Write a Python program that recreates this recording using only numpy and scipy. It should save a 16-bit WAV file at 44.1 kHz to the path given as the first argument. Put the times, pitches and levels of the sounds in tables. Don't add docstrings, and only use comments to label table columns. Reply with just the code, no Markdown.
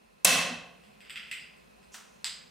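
import sys
import numpy as np
from scipy import signal
from scipy.fft import rfft, irfft, next_fast_len
from scipy.io import wavfile

SR = 44100
rng = np.random.default_rng(int(sys.argv[2]) if len(sys.argv) > 2 else 0)


def magnitude_from_level(level_db):
    exponent = np.asarray(level_db, float) / 20
    return 10 ** exponent


def dump_mix(stems):
    frames = np.atleast_2d(stems).T
    limited = np.clip(frames, -1, 1)
    pcm = np.round(limited * 32767).astype(np.int16)
    wavfile.write(sys.argv[1], SR, pcm)


N = 110250
POP_S = 0.248


def unit(x):
    return x / np.sqrt(np.mean(x ** 2) + 1e-20)


def along(points, hz):
    f, value = np.transpose(points)
    return np.interp(np.log(hz + 1), np.log(f + 1), value)


def curve(rows):
    return np.interp(np.arange(N) / SR, *np.transpose(rows))


def filtered(x, response):
    n = x.shape[-1]
    padded = 2 * next_fast_len(n // 2 + SR // 8)
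    return irfft(rfft(x, padded) * response(np.fft.rfftfreq(padded, 1 / SR)), padded)[..., :n]


def ring(f, hz, width):
    return 1j * f * width / (hz * hz - f * f + 1j * f * width)


def rings(table):
    return lambda f: sum(magnitude_from_level(db) * ring(f, hz, width) ** 2 for hz, width, db in table)


def causal(gain):
    def response(f):
        cepstrum = irfft(np.log(np.maximum(np.abs(gain(f)), 1e-6)))
        cepstrum[1:len(f) - 1] *= 2
        cepstrum[len(f):] = 0
        return np.exp(rfft(cepstrum))
    return response


def pair(x, alike):
    turn = np.arccos(np.clip(alike, -1, 1)) / 2
    shared, opposed = np.cos(turn) * x[0], np.sin(turn) * x[1]
    return np.array([shared + opposed, shared - opposed])


def add(out, s, x):
    part = out[:, round(s * SR):][:, :x.shape[-1]]
    part += x[..., :part.shape[1]]


# (frequency [Hz], decay to -60 dB [s])
ROOM = [(100, 0.6), (300, 0.69), (1000, .6), (3000, 0.55), (7000, .42), (15000, 0.29)]
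BUILD_S, ROOM_ALIKE = 0.0037, 0.79
WALLS_DB, WALLS_S = 2.5, 0.04


def room(x):
    hz, t, z = signal.stft(rng.standard_normal((2, SR)), SR, nperseg=256)
    decay = magnitude_from_level(-60 * t / along(ROOM, hz)[:, None])
    tail = signal.istft(z * decay, SR, nperseg=256)[1]
    t = np.arange(tail.shape[1]) / SR
    strength = np.minimum(rng.exponential(size=len(t) // 16 + 1), 4) - 1
    walls_db = WALLS_DB * np.exp(-t / WALLS_S) * np.repeat(strength, 16)[:len(t)]
    build = 1 - np.exp(-(t / BUILD_S) ** 2)
    tail = pair(tail * magnitude_from_level(walls_db) * build, ROOM_ALIKE)
    return signal.fftconvolve(x[None], tail / np.linalg.norm(tail[0]), axes=1)[:, :SR]


# (frequency [Hz], level [dB per Hz])
GAS = [(35, -40), (150, -24), (1000, -17.5), (3500, -19.5), (5500, -10), (8500, -5.5), (12000, -10.5),
       (16000, -25)]
# (frequency [Hz], level [dB per Hz])
GAS_WALLS = [(35, -49.5), (100, -22), (330, -41.5), (900, -29.5), (1500, -9.5), (3800, -11), (9000, -8.5),
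             (16000, -22.5)]
# (frequency [Hz], width [Hz], level [dB])
NECK = [(170.9, 21, 2), (252, 30, -6.5), (520, 68, -2), (720, 150, -4), (1070, 65, 0), (1330, 150, -18),
        (2007, 37, 0.5), (2630, 62, 7), (3150, 400, -9), (4070, 250, -10.5), (5820, 300, -11.5)]
# (frequency [Hz], level [dB], decay to -60 dB
# [s])
GLASS = [(179.4, -35, 1), (1132, -43.5, .3), (1996, -41, .3), (2560, -31, 0.45), (2620, -37, 0.51),
         (2650, -38, .4), (2683, -41.5, 0.33), (2940, -38.5, .3), (3380, -37, 0.294), (3395, -37, .4),
         (5300, -38, .3), (5690, -38.5, .2), (6231, -41.5, .2)]
RISE_S, BURST_T60 = 0.00045, 0.035
POP_DB, GAS_ROOM_DB, GLASS_ROOM_DB = -6.5, 2, -22


def pop():
    out = np.zeros((2, N))
    lead = 0.006
    t = np.arange(SR) / SR
    shape = np.where(t < lead, np.exp((t - lead) / RISE_S), magnitude_from_level(-60 * (t - lead) / BURST_T60))
    hiss = unit(filtered(rng.standard_normal((2, SR)), lambda f: magnitude_from_level(along(GAS, f))))
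    jet = magnitude_from_level(POP_DB) * shape * pair(hiss, 0.85)
    impulse = 1.0 * (np.arange(SR) == round(lead * SR))
    blow = filtered(impulse, lambda f: magnitude_from_level(along(GAS_WALLS, f)) + np.abs(rings(NECK)(f)))
    blow = blow * (t > lead / 2)
    since = np.maximum(t - lead, 0)
    glass = sum(magnitude_from_level(db - 60 * since / t60) * np.sin(2 * np.pi * hz * since) for hz, db, t60 in GLASS)
    echo = magnitude_from_level(GAS_ROOM_DB + 33) * room(blow) + magnitude_from_level(GLASS_ROOM_DB) * room(glass)
    add(out, POP_S - lead, jet + 0.5 * glass + echo)
    return out


# (time [s], level [dB], frequency [Hz], decay to -60 dB [s])
THUMPS = [
    (0.254, -23, 108, 0.1),
    (.30, -53, 119, 0.084),
    (0.497, -31, 246, 0.15),
    (.52, -39.5, 80, 0.18),
    (.84, -58.5, 206, 0.92),
    (.88, -62, 720, 0.35),
    (1.76, -69, 748, 0.24),
]


def thumps():
    out, t = np.zeros((2, N)), np.arange(SR) / SR
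    for s, db, hz, t60 in THUMPS:
        push = unit(filtered(rng.standard_normal((2, SR)), lambda f: ring(f, hz, 0.067 * hz) ** 2))
        swell = 1 - np.exp(-t / 0.01)
        add(out, s, magnitude_from_level(db - 60 * t / t60) * swell * pair(push, 0.9))
    return out


# (frequency [Hz], width [Hz])
CAP = [(1500, 720), (2050, 520), (2630, 820), (3250, 750), (4900, 500), (7750, 800), (8500, 1170),
       (13000, 2500)]
TOP_DB, FILL_DB = -12.5, -17


def steel(knock_db, rim_db, crimp_db):
    levels = [knock_db, -2, 0, knock_db + 3.5, rim_db, crimp_db, crimp_db - 2, crimp_db + TOP_DB]

    def gain(f):
        peaks = sum(magnitude_from_level(db) * np.abs(ring(f, *mode)) ** 3.5 for mode, db in zip(CAP, levels))
        return peaks + magnitude_from_level(FILL_DB) * np.abs(ring(f, 4200, 2500)) ** 2
    return gain


# (time [s], level [dB], dull knock [dB], rim [dB], crimp [dB])
CLICKS = [(0.838, -63.5, -4.5, -4, -10), (1.006, -56, -9, -8, -12.5), (1.05, -57.5, -12, -11, -25),
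          (1.0973, -45.5, -6, -8.5, -7), (1.1588, -41.5, -9, -15, -19.5), (1.177, -50.5, -13, -6, -39),
          (1.229, -58, 0, -20, -25), (1.3137, -38.5, -17, -19, -12), (1.40, -53.5, -20, -1, -20),
          (1.568, -71, -12, 4, -0.5), (1.83, -69, -8.5, 0, -3)]
# (time [s], level [dB], room [dB])
CAP_DOWN = [
    (1.9446, -47.5, 7.5),
    (1.9485, -49, 6),
]
# (frequency [Hz], level [dB])
CAP_TABLE = [(300, -22), (700, -2.5), (1450, 5), (2300, -2.5), (3100, 0.5), (7100, -6), (9200, -1.5),
             (10200, -15), (16000, -10)]
# (time [s], level [dB], room [dB])
OPENER_DOWN = [
    (2.2447, -31.5, 7),
    (2.2673, -42, -1.5),
    (2.277, -48, -6),
]
# (frequency [Hz], level [dB])
OPENER_TABLE = [(400, -41), (800, -18.5), (1500, -9), (4200, -1.5), (5400, -17.5), (6500, -12.5),
                (9500, -24.5), (12500, -24), (16000, -34)]
# (frequency [Hz], width [Hz], level [dB])
OPENER = [(4920, 350, 5), (7840, 950, 0)]
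CONTACT_S, RATTLE, CLICK_ROOM_DB = 0.00093, 0.08, 10.5
TABLE_ECHO_S, TABLE_ECHO = 0.0011, 0.8


def clicks():
    out, t = np.zeros((2, N)), np.arange(SR // 10) / SR
    cap_body = lambda f: magnitude_from_level(along(CAP_TABLE, f))
    opener_body = lambda f: magnitude_from_level(along(OPENER_TABLE, f)) + np.abs(rings(OPENER)(f))
    hits = [(s, db, CLICK_ROOM_DB, steel(*colour)) for s, db, *colour in CLICKS]
    hits += [(*row, cap_body) for row in CAP_DOWN]
    hits += [(*row, opener_body) for row in OPENER_DOWN]
    tap = t == 0
    echo = TABLE_ECHO * (t == t[round(TABLE_ECHO_S * SR)])
    for s, db, room_db, body in hits:
        rattle = RATTLE * np.exp(-t / CONTACT_S) * rng.standard_normal(len(t))
        hit, clean = filtered(np.array([tap + echo + rattle, tap]), causal(body))
        add(out, s - 0.0003, magnitude_from_level(db + 23) * hit / np.linalg.norm(hit))
        add(out, s - 0.0003, magnitude_from_level(db + 19.5 + room_db) * room(clean / np.linalg.norm(clean)))
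    return out


def grit(response, spiky_db):
    grain_db = spiky_db * np.minimum(rng.exponential(size=N), 5)
    return unit(filtered(rng.standard_normal(N) * magnitude_from_level(grain_db), response))


# (time [s], level [dB])
SCRAPE = [
    (1.917, -107),
    (1.92, -62),
    (1.935, -58.5),
    (1.944, -47.5),
    (1.946, -79.5),
]
# (frequency [Hz], width [Hz], level [dB])
SCRAPE_RINGS = [(6310, 2500, 4), (2960, 1500, -3.5)]


def scrape():
    out = np.zeros((2, N))
    slide = magnitude_from_level(curve(SCRAPE)) * grit(rings(SCRAPE_RINGS), spiky_db=3)
    start = round(SCRAPE[0][0] * SR)
    add(out, start / SR, magnitude_from_level(3.5) * room(slide[start:][:SR // 4]))
    return out + slide


# (time [s], level [dB])
FIDGET = [(0.6, -90.5), (.85, -71), (1.0, -76.5), (1.08, -70), (1.3, -58.5), (1.5, -91.5), (1.85, -86),
          (2.5, -80)]


def fidget():
    rub = [grit(steel(-22.5, -23.5, -19), spiky_db=-2.0) for _ in "ab"]
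    return magnitude_from_level(curve(FIDGET)) * pair(rub, ROOM_ALIKE)


# (frequency [Hz], width [Hz], level [dB])
HUM = [(56.7, 14, -73), (154.2, 25, -75.5), (205.7, 67, -70), (1030, 60, -78.5), (2580, 300, -74)]
# (frequency [Hz], width [Hz], level [dB])
WHINE = [(4150, 140, -83), (9300, 300, -84)]
# (time [s], level [dB])
WHINE_FADE = [
    (0, 1),
    (1.7, -0.5),
    (2.0, 5),
    (2.5, -9.5),
]


def fridge():
    def tones(lines):
        out = 0
        for hz, width, db in lines:
            tone = filtered(rng.standard_normal((2, N)), lambda f: ring(f, hz, width) ** 2)
            out = out + magnitude_from_level(db) * pair(unit(tone), 0.49)
        return out
    return tones(HUM) + magnitude_from_level(curve(WHINE_FADE)) * tones(WHINE)


# (frequency [Hz], level [dB per Hz])
AIR = [(15, -56), (25, -21), (48, -14), (157, -14.5), (256, -17.5), (394, -5), (1740, -17), (2610, -20.5),
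       (16000, -36.5)]
# (frequency [Hz], likeness [-1 to 1])
ALIKE = [(60, 0.47), (240, -0.74), (950, -0.63), (3770, 0.41), (15000, 0.42)]
AIR_DB, HISS_TOP_HZ = -62.5, 15850


def air():
    def mid_side(f):
        turn = np.arccos(np.clip(along(ALIKE, f), -1, 1)) / 2
        return (f < HISS_TOP_HZ) * magnitude_from_level(along(AIR, f)) * [np.cos(turn), np.sin(turn)]
    mid, side = filtered(rng.standard_normal((2, N)), mid_side)
    return magnitude_from_level(AIR_DB) * unit(np.array([mid + side, mid - side]))


def scene():
    return pop() + thumps() + clicks() + scrape() + fidget() + fridge() + air()


def low_pass(x):
    return signal.sosfilt(signal.butter(12, 16620, fs=SR, output="sos"), x)


DUCK_DB, DUCK_S, RELEASE_S, RESTS_DB = -15, 0.0055, 0.14, 3
TOP = 0.5
LOW_CUT_HZ, MIC_TOP_HZ, BALANCE_DB = 25, 15900, -1


def record(dry):
    since = np.maximum(np.arange(N) / SR - POP_S, 0)
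    duck = 1 - np.exp(-(since / DUCK_S) ** 2)
    gain_db = duck * (RESTS_DB + (DUCK_DB - RESTS_DB) * np.exp(-since / RELEASE_S))
    x = dry * magnitude_from_level(gain_db)
    x = x / (1 + np.abs(x / TOP) ** 4) ** 0.25

    def microphone(f):
        low_cut = (1j * f / (LOW_CUT_HZ + 1j * f)) ** 2
        return low_cut / (1 + (f / MIC_TOP_HZ) ** 40)
    x = filtered(x, microphone)
    return low_pass(x * magnitude_from_level([[BALANCE_DB / 2], [-BALANCE_DB / 2]]))


dry = scene()
out = record(dry)
dump_mix(out)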